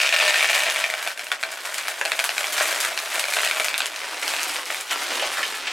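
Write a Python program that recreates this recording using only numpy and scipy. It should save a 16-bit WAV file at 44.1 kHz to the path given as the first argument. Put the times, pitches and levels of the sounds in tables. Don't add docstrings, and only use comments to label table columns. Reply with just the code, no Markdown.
import sys
import numpy as np
from scipy import signal
from scipy.fft import rfft, irfft, next_fast_len
from scipy.io import wavfile
from scipy.ndimage import uniform_filter1d, minimum_filter1d, map_coordinates

SR = 44100
rng = np.random.default_rng(int(sys.argv[2]) if len(sys.argv) > 2 else 0)


def output_pcm(signal):
    pcm = np.clip(np.atleast_2d(signal).T, -1, 1) * 32767
    wavfile.write(sys.argv[1], SR, np.round(pcm).astype(np.int16))


N = 252252

# (time [s], level before trim [dB])
RATTLE_LEVEL = [(0.0, -18.5), (0.21, -18.5), (0.38, -21), (0.64, -23.5), (1.26, -34), (1.5, -33),
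                (2.34, -31.5), (2.66, -31), (3.14, -28), (3.39, -24), (3.6, -26), (3.94, -29),
                (4.21, -30.5), (4.4, -31.5), (4.78, -29.5), (5.13, -26.5), (5.72, -30.5)]
# (time [s], density [pebbles/s], centre pitch [Hz], share landing in the pot [0-1])
POUR = [(0, 800, 2850, 0.97), (0.25, 900, 2680, 1), (0.5, 650, 2320, 0.77), (1, 446, 2100, 0.88),
        (3.7, 450, 2049, 0.8), (4.2, 602, 2230, 0.26), (5.7, 954, 2440, 0)]
# (time [s], click [dB],
# pitch [Hz], sharp crack [dB], hollow pot knock [dB]), levels before trim
CLACKS = [(0.0017, -17, 2570, -27, -35), (0.0156, -20, 3190, -27, -43), (0.0627, -19, 2690, -37, -34),
          (0.0907, -18, 2780, -27, -41), (0.1254, -14, 2440, -30, -27), (0.1385, -17, 2580, -32, -33),
          (0.1432, -18, 2770, -31, -40), (0.1629, -16, 2410, -28, -35), (0.188, -21, 2630, -36, -32),
          (0.2004, -17, 2330, -29, -31), (0.2095, -18, 2330, -35, -40), (0.2185, -20, 2360, -36, -31),
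          (0.2265, -18, 2200, -37, -31), (0.278, -21, 2350, -36, -36), (0.3417, -17, 2320, -32, -32),
          (0.357, -18, 2260, -34, -32), (0.4076, -16, 2220, -34, -41), (0.4271, -18, 2060, -31, -31),
          (0.4441, -17, 1890, -34, -32), (0.4889, -19, 2590, -29, -33), (0.5007, -21, 2300, -26, -30),
          (0.5313, -17, 2230, -30, -36), (0.5513, -18, 1810, -36, -44), (0.578, -21, 2040, -30, -42),
          (0.6055, -20, 2180, -32, -42), (0.6663, -20, 2140, -35, -28), (0.7602, -19, 2190, -31, -37),
          (0.8406, -16, 2330, -28, -33), (0.9005, -21, 2210, -30, -36), (0.9387, -20, 2320, -33, -37),
          (1.064, -29, 1960, -43, -35), (1.0743, -21, 2360, -29, -27), (1.1755, -29, 2370, -37, -54),
          (1.1937, -25, 2450, -33, -38), (1.268, -27, 2490, -38, -41), (1.3171, -16, 2340, -29, -34),
          (1.324, -23, 2350, -32, -35), (1.4289, -23, 2030, -33, -38), (1.4353, -18, 2350, -34, -37),
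          (1.882, -21, 2260, -27, -30), (2.0129, -17, 1890, -28, -28), (2.052, -21, 2840, -27, -28),
          (2.0572, -20, 2740, -30, -25), (2.1185, -15, 2240, -27, -30), (2.1915, -16, 2040, -23, -30),
          (2.1987, -18, 2490, -27, -35), (2.2405, -21, 2390, -28, -49), (2.292, -18, 2900, -30, -28),
          (2.3805, -17, 2370, -29, -34), (2.4426, -20, 2290, -33, -30), (2.584, -24, 2220, -35, -32),
          (2.6084, -18, 1770, -33, -24), (2.6566, -23, 2280, -32, -34), (2.7268, -23, 2010, -28, -25),
          (2.8489, -20, 2160, -26, -35), (3.156, -23, 2310, -30, -37), (3.1947, -20, 2300, -27, -34),
          (3.2402, -19, 2820, -34, -30), (3.2835, -23, 2420, -36, -46), (3.3367, -19, 2250, -25, -35),
          (3.3688, -17, 1830, -32, -26), (3.3875, -18, 2360, -32, -39), (3.4065, -23, 1920, -32, -38),
          (3.433, -18, 1960, -31, -35), (3.4641, -22, 2500, -33, -34), (3.4748, -19, 2800, -33, -40),
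          (3.5117, -16, 2200, -29, -40), (3.57, -23, 2410, -35, -34), (3.5985, -17, 2140, -25, -29),
          (3.6037, -21, 2390, -29, -24), (3.6449, -20, 2020, -25, -39), (3.8043, -18, 2440, -30, -30),
          (4.2272, -21, 2060, -38, -34), (4.3375, -21, 2210, -32, -29), (4.7032, -19, 2060, -43, -40)]
# (pitch ratio [1], level [dB])
CLICK_PARTIALS = [(0.63, -5), (1.0, 0), (1.52, -3)]
# (frequency [Hz], width [Hz], gain nearly empty [dB], gain filled [dB])
POT_MODES = [(500, 15, 1, -20), (612, 34, 15.5, 11), (646, 25, 4, 9), (1514, 270, -10, -0.5),
             (1804, 34, 10, -8), (1924, 29, -9, -24), (2310, 70, 2, -3.5), (2504, 71, 1.5, -25),
             (2770, 78, -2, -30)]
# (time [s], level before trim [dB])
CRACKLE_LEVEL = [(0.0, -35), (0.4, -34), (0.67, -34.5), (1.26, -46), (1.91, -40.5), (2.02, -39.5),
                 (2.69, -33.5), (2.9, -41.5), (3.06, -37.5), (3.49, -34), (3.89, -46.5), (4.19, -40),
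                 (4.4, -37.5), (4.48, -45), (4.73, -37.5), (5.3, -38), (5.58, -40.5), (5.72, -58)]
# (time [s], starting level before trim [dB])
FOLDS = [(1.028, -24), (1.073, -27), (1.19, -39), (1.2421, -32), (1.512, -25), (1.6544, -28), (1.742, -26),
         (1.779, -28), (1.882, -21.5), (2.1939, -27), (2.239, -20.5), (2.523, -21.5), (2.803, -20.5),
         (2.8455, -29), (3.193, -21.5), (3.329, -29), (3.443, -17.5), (3.645, -23), (3.7793, -22.5),
         (3.861, -28), (4.2782, -25), (4.803, -27)]
# (time [s], click [dB], pitch [Hz], sharp crack [dB]), levels before trim
POPS = [(0.6997, -21, 2470, -26), (1.6551, -28, 2490, -33), (1.7439, -27, 2240, -28),
        (1.7824, -26, 2520, -28), (1.8725, -28, 2170, -34), (2.469, -26, 3270, -30),
        (2.9761, -19, 3000, -28), (2.9893, -23, 3670, -31), (3.684, -18, 2650, -37),
        (3.7423, -16, 2590, -37), (3.7792, -25, 3460, -24), (3.819, -21, 3030, -34),
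        (3.8584, -23, 2920, -25), (3.8655, -31, 2600, -27), (3.9613, -29, 2600, -32),
        (3.992, -34, 2240, -34), (4.2312, -25, 2680, -28), (4.2792, -21, 2860, -27),
        (4.365, -23, 2530, -30), (4.3946, -22, 2540, -40), (4.4313, -31, 2530, -22),
        (4.496, -26, 2980, -32), (4.559, -25, 2480, -39), (4.565, -25, 3050, -32), (4.656, -42, 3060, -31),
        (4.7455, -24, 2380, -34), (4.81, -34, 2610, -31)]
# (time [s], level before trim [dB])
HANDS_LEVEL = [(0, -56), (1.2, -55.5), (2.2, -52), (2.7, -46.5), (3.8, -53), (4.1, -46), (5.72, -48.5)]
# (time [s], length [s], moved pebbles [dB], film crinkle [dB]), levels before trim
SHAKES = [(0.125, 0.87, -23.5, -37.5), (0.53, 0.058, -26, -30), (0.76, 0.094, -26.5, -37),
          (1.0, 0.13, -33, -46), (1.64, 0.45, -32, -46), (2.35, 0.12, -25.5, -35), (2.52, 0.39, -25.5, -32),
          (2.79, 0.15, -28.5, -31.5), (3.12, 0.13, -27.5, -34.5), (3.3, 0.1, -25.5, -30.5),
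          (3.55, 0.18, -48, -35), (4.18, 0.4, -27, -38), (4.39, 0.27, -30.5, -33.5), (4.69, 0.15, -37, -51),
          (4.903, 0.045, -24.5, -30.5)]
# (time [s], length [s], crunching clay crumbs [dB], rubbing [dB]), levels before trim
SLIDES = [(4.97, 0.46, -41, -41.5), (5.36, 0.18, -29, -43.5), (5.64, 0.15, -27.5, -68)]
# (time [s], length [s])
PAUSES = [(0.078, 0.034), (0.514, 0.034), (0.572, 0.016), (1.126, 0.059), (1.358, 0.046), (1.942, 0.043),
          (3.229, 0.025), (4.631, 0.033), (4.791, 0.12)]
# (time [s], dry peak [dB], resonance [Hz], time to fall 60 dB [s])
BUMPS = [(4.894, -24, 3080, 0.06), (4.915, -16, 1350, 0.091), (5.196, -15.5, 2500, 0.1),
         (5.2235, -14, 590, 0.052), (5.226, -16, 2300, 0.05), (5.249, -14, 2700, 0.012),
         (5.34, -19, 1700, 0.019), (5.371, -13, 1320, 0.02), (5.383, -13.5, 1360, 0.022),
         (5.412, -28, 1380, 0.043), (5.43, -12.5, 2300, 0.024), (5.435, -13, 2600, 0.049),
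         (5.542, -22, 1620, 0.053), (5.67, -17, 2737, 0.079)]
# (frequency [Hz], width [Hz], gain [dB])
WALL_MODES = [(363, 40, 3), (586, 152, 4), (670, 35, -3), (1348, 22, 11.5), (1490, 30, 3), (1737, 21, 13),
              (2630, 46, 3), (3070, 67.7, 7), (3680, 53, 5)]
# (frequency [Hz], gain [dB])
CLAY_TONE = [(60, -30), (200, -25.5), (400, -14), (800, -3.5), (1150, -5.5), (2300, -0.5), (4000, -4),
             (8000, -4), (12000, -20), (16000, -20)]
# (frequency [Hz], gain [dB])
CRACK_TONE = [(1000, -37), (3300, -13), (5200, 0), (8500, -2), (12000, -8.5), (16000, -29)]
# (frequency [Hz], gain [dB])
FILM_TONE = [(80, -67), (200, -27), (400, -4.5), (1000, 7.5), (3000, 3.5), (5500, -0.5), (8000, 1.5),
             (11000, -1.5), (13500, -6.5), (16000, -15)]
# (frequency [Hz], gain [dB])
RUB_TONE = [(60, -17), (170, -26), (290, -2.5), (450, 1), (800, 2), (1200, 4), (3000, -1), (6000, -5),
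            (15000, -68)]
# (frequency [Hz], relative gain [dB])
HUSH_TONE = [(25, -2), (80, -6), (200, 3), (1000, 19), (15000, -2)]
# (frequency [Hz], gain [dB])
TAIL_WIDTH = [(100, -19), (500, -20), (1000, -9.5), (2200, -11.5), (4500, -6), (8000, -16.5), (14000, -68)]
# (frequency [Hz], time to fall 60 dB [s])
KITCHEN_DECAY = [(200, 0.31), (1000, 0.16), (3000, 0.14), (8000, 0.12), (15000, 0.11)]

FILLED_S = 1
CLICK_S = 0.004
ROCK_S, ROCK_DB = 0.001001, -4
KNOCK_HZ, KNOCK_S = 656, 0.0011
ECHO_S, ECHO_DB = 0.0071, -26.5
SETTLE_DB, SETTLE_DB_PER_S = -14, -220
JAM_S, JAM_DB = 0.033, 1
PAUSE_DB = 7.5
SHAKE_RISE = 0.23
FOLD_S = 0.052
TAIL_LOW_HZ = 190
TOP_HZ = 16000


def pebbles(stream_db):
    density, pitch, in_pot = curves(POUR)
    times = arrivals(density)
    sizes = amp(5.4 * np.minimum(rng.standard_normal(len(times)), 1.25))
    scatter = np.exp(0.24 * rng.standard_normal(len(times)))
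    pitches = np.interp(times * SR, np.arange(N), pitch) * scatter
    clicks = sizes[:, None] * contacts(pitches, ring_s=0.00034, crack_db=-7.5)
    rattle = place(times, clicks) / np.sqrt(density)
    stream = unit(rattle) * amp(stream_db - 0.5)
    clay = coloured(stream, CLAY_TONE) + strikes()
    pour = clay + pot(clay * in_pot) + knocks()
    echo = filtered(pour, lambda hz: np.exp(-2j * np.pi * hz * ECHO_S))
    return pour + amp(ECHO_DB) * echo


def strikes():
    s, db, hz, crack_db, _ = np.transpose(CLACKS)
    chance = rng.standard_normal((len(s), 2))
    rock_s = ROCK_S * np.exp(0.313 * chance[:, 1:])
    rock_hz = hz * np.exp(0.16 * chance[:, 0])
    first = contacts(hz, ring_s=0.00055, crack_db=-14)
    second = contacts(rock_hz, ring_s=0.0007, crack_db=-14, delay_s=rock_s)
    click = coloured(first + amp(ROCK_DB) * second, CLAY_TONE)
    return place(s, sized(click, db - 1.24) + cracks(crack_db - 0.8, decay_s=0.00097))


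def contacts(pitch_hz, ring_s, crack_db, delay_s=0, size=384):
    t = np.maximum(np.arange(size) / SR - delay_s, 0)
    detune = np.exp(0.067 * rng.standard_normal((len(pitch_hz), len(CLICK_PARTIALS))))
    hz = pitch_hz[:, None] * detune
    ring = sum(amp(db) * np.sin(2 * np.pi * ratio * f[:, None] * t)
               for (ratio, db), f in zip(CLICK_PARTIALS, hz.T))
    swell = 1 - np.exp(-t / 0.0003)
    ring = crest(ring * swell * np.exp(-t / ring_s))
    grit = rng.standard_normal(ring.shape) * np.exp(-t / 0.0011) * (t > 0)
    return crest(ring + amp(crack_db) * grit)


def cracks(db, decay_s, size=384):
    u = np.arange(size) / SR / decay_s
    burst = rng.standard_normal((len(db), size)) * np.sqrt(u) * np.exp(-u)
    return sized(coloured(burst, CRACK_TONE), db)


def knocks():
    s, *_, db = np.transpose(CLACKS)
    t = np.arange(SR // 50) / SR
    hz = KNOCK_HZ * np.exp(0.087 * rng.standard_normal((len(s), 1)))
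    push = np.sin(2 * np.pi * hz * t) * t * np.exp(-t / KNOCK_S)
    return place(s, sized(coloured(push, CLAY_TONE), db + 0.2))


def pot(x):
    hz, width, early_db, late_db = np.transpose(POT_MODES)
    filled = np.clip(np.arange(N) / SR / FILLED_S, 0, 1) ** 4
    early = resonate(x * (1 - filled), np.transpose([hz, width, early_db]))
    late = resonate(x * filled, np.transpose([hz, width, late_db]))
    return early + late


def bag(crinkle_db):
    clumps = amp(1.53 * wobble(110))
    steady = unit(crinkle(rate=1000, scatter_db=3.0) * clumps) * amp(crinkle_db + 2.0)
    s, db = np.transpose(FOLDS)
    t = np.arange(SR // 6) / SR
    runs = place(s, amp(db[:, None] - 1.5 - 30 * t / FOLD_S))
    folds = runs * crinkle(rate=2000, scatter_db=10.0)
    return coloured(steady + folds, FILM_TONE)


def crinkle(rate, scatter_db):
    times = arrivals(rate)
    sizes = amp(scatter_db * np.minimum(rng.standard_normal(len(times)), 2))
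    pitches = 7000 * np.exp(0.6 * rng.standard_normal(len(times)))
    snaps = grains(pitches, width=2.56, life=0.00072, size=128)
    return unit(place(times, sizes[:, None] * snaps))


def grains(pitch_hz, width, life, size=512):
    t, f = np.arange(size) / SR, np.fft.rfftfreq(size, 1 / SR)
    envelope = np.exp(-(t / life) ** 2)
    burst = rng.standard_normal((len(pitch_hz), size)) * envelope
    ratio = f / pitch_hz[:, None]
    resonance = 1j * ratio * width / (1 - ratio ** 2 + 1j * ratio * width)
    snap = irfft(rfft(burst) * resonance, size)
    return .5 * snap * np.linalg.norm(envelope) / np.linalg.norm(snap, axis=1, keepdims=True)


def pops():
    s, db, hz, crack_db = np.transpose(POPS)
    click = coloured(contacts(hz, ring_s=0.00045, crack_db=-17), CLAY_TONE)
    return place(s, sized(click, db - 0.7) + cracks(crack_db - 0.6, decay_s=0.0005))


def bumps():
    t = np.arange(SR // 4) / SR
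    blows = []
    for s, db, hz, length in BUMPS:
        chatter = rng.standard_normal(len(t)) * amp(-60 * t / length)
        blow = resonate(chatter, [(hz, 0.73 * hz, 0)])
        rung = blow + resonate(blow, WALL_MODES)
        blows.append(amp(db) * crest(coloured(rung, CLAY_TONE)))
    return place(np.transpose(BUMPS)[0], np.array(blows))


def rubbing(rub_db):
    slips = rng.standard_normal(N) * amp(4.3 * wobble(250))
    return unit(coloured(slips, RUB_TONE)) * amp(rub_db + 8.0)


def activity(flow_db, grip_db, hands_db):
    (flow,), (grip,), (hands,) = curves(RATTLE_LEVEL), curves(CRACKLE_LEVEL), curves(HANDS_LEVEL)
    shaken, squeezed = strokes(SHAKES)
    crumbs, sliding = strokes(SLIDES)
    free = jams()
    clay = (free * amp(flow + flow_db)) ** 2 + shaken + crumbs + settling()
    film = (free * amp(grip + grip_db)) ** 2 + squeezed
    rub = (free * amp(hands + hands_db)) ** 2 + sliding
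    return 10 * np.log10([clay, film, rub])


def strokes(rows):
    t = np.arange(N) / SR
    power = np.zeros((2, N))
    for s, length, *levels_db in rows:
        ramp = np.interp(t, [s, s + SHAKE_RISE * length, s + length], [0, 1, 0])
        speed = np.sin(np.pi / 2 * ramp)
        power += (amp(levels_db)[:, None] * speed) ** 2
    return power


def settling():
    s, db, *_ = np.transpose(CLACKS)
    t = np.arange(SR // 4) / SR
    return place(s, amp(db[:, None] + SETTLE_DB + SETTLE_DB_PER_S * t) ** 2)


def jams():
    t = np.arange(N) / SR
    stalls = [np.interp(t, [s - JAM_S, s - JAM_S / 2, s], [0, 1, 1], right=0) for s, *_ in CLACKS]
    stall = np.max(stalls, axis=0)
    rest = sum(np.sin(np.pi * np.clip((t - s) / length, 0, 1)) for s, length in PAUSES)
    return amp(-JAM_DB * stall - PAUSE_DB * rest)


def kitchen(x, tail_db, size=4096):
    pieces = np.pad(x, (0, -N % size)).reshape(-1, size)
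    noise = rng.standard_normal((2, len(pieces), SR // 5))
    hz, t, z = signal.stft(noise, SR, nperseg=256)
    decay = amp(-60 * t / along(KITCHEN_DECAY, hz)[:, None])
    tails = signal.istft(z * decay * (t > .004), SR, nperseg=256)[1]
    tails *= amp(tail_db) / np.linalg.norm(tails, axis=2, keepdims=True)
    starts = np.arange(len(pieces)) * size / SR
    mid, side = (place(starts, signal.fftconvolve(pieces, tail, axes=1)) for tail in tails)
    low_cut = lambda f: f ** 4 / (f ** 4 + TAIL_LOW_HZ ** 4)
    mid = filtered(mid, low_cut)
    side = filtered(coloured(side, TAIL_WIDTH), low_cut)
    return np.array([x + mid + side, x + mid - side])


def hush():
    return amp(-62) * unit(coloured(rng.standard_normal(N), HUSH_TONE))


def amp(db):
    return 10 ** (np.asarray(db) / 20)


def unit(x):
    return x / np.sqrt(np.mean(x ** 2) + 1e-20)


def crest(x):
    return x / (np.abs(x).max(-1, keepdims=True) + 1e-20)


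def sized(x, db):
    return amp(db)[:, None] * x * np.sqrt(CLICK_S * SR) / np.linalg.norm(x, axis=1, keepdims=True)


def along(points, hz):
    f, v = np.transpose(points)
    return np.interp(np.log(hz + 1), np.log(f + 1), v)


def curves(rows):
    s, *cols = np.transpose(rows)
    return [np.interp(np.arange(N) / SR, s, c) for c in cols]


def wobble(rate):
    knots = rng.standard_normal(int(N * rate / SR) + 4)
    return map_coordinates(knots, [np.arange(N) * rate / SR])


def arrivals(rate):
    return np.flatnonzero(rng.random(N) < rate / SR) / SR


def place(times, sounds):
    starts = np.round(np.maximum(times, 0) * SR).astype(int)
    at = starts[:, None] + np.arange(sounds.shape[1])
    return np.bincount(at.ravel(), sounds.ravel(), N)[:N]


def filtered(x, response):
    m = 2 * next_fast_len(x.shape[-1] // 2 + 4096)
    return irfft(rfft(x, m) * response(np.fft.rfftfreq(m, 1 / SR)), m)[..., :x.shape[-1]]


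def coloured(x, spectrum):
    def response(hz):
        cepstrum = irfft(np.log(amp(along(spectrum, hz))))
        half = len(cepstrum) // 2
        cepstrum[1:half] *= 2
        cepstrum[half + 1:] = 0
        return np.exp(rfft(cepstrum))
    return filtered(x, response)


def resonate(x, modes):
    def response(f):
        return sum(amp(db) * 1j * f * w / (c * c - f * f + 1j * f * w) for c, w, db in modes)
    return filtered(x, response)


def scene():
    stream_db, crinkle_db, rub_db = activity(flow_db=-1.5, grip_db=1, hands_db=1.5)
    pour = pebbles(stream_db)
    handling = bag(crinkle_db) + rubbing(rub_db) + bumps()
    left_db = 0.5 * curves(POUR)[2]
    placed_pour = kitchen(pour, tail_db=-7.0) * amp([left_db, -left_db])
    return placed_pour + kitchen(handling, tail_db=-3.5) + kitchen(pops(), tail_db=-6.0) + hush()


def record(dry):
    needed = np.minimum(1, amp(-4.6) / (np.abs(dry).max(0) + 1e-9))
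    gain = uniform_filter1d(minimum_filter1d(needed, size=200), size=160)
    return filtered(dry * gain, lambda hz: hz < TOP_HZ)


dry = scene()
out = record(dry)
output_pcm(out)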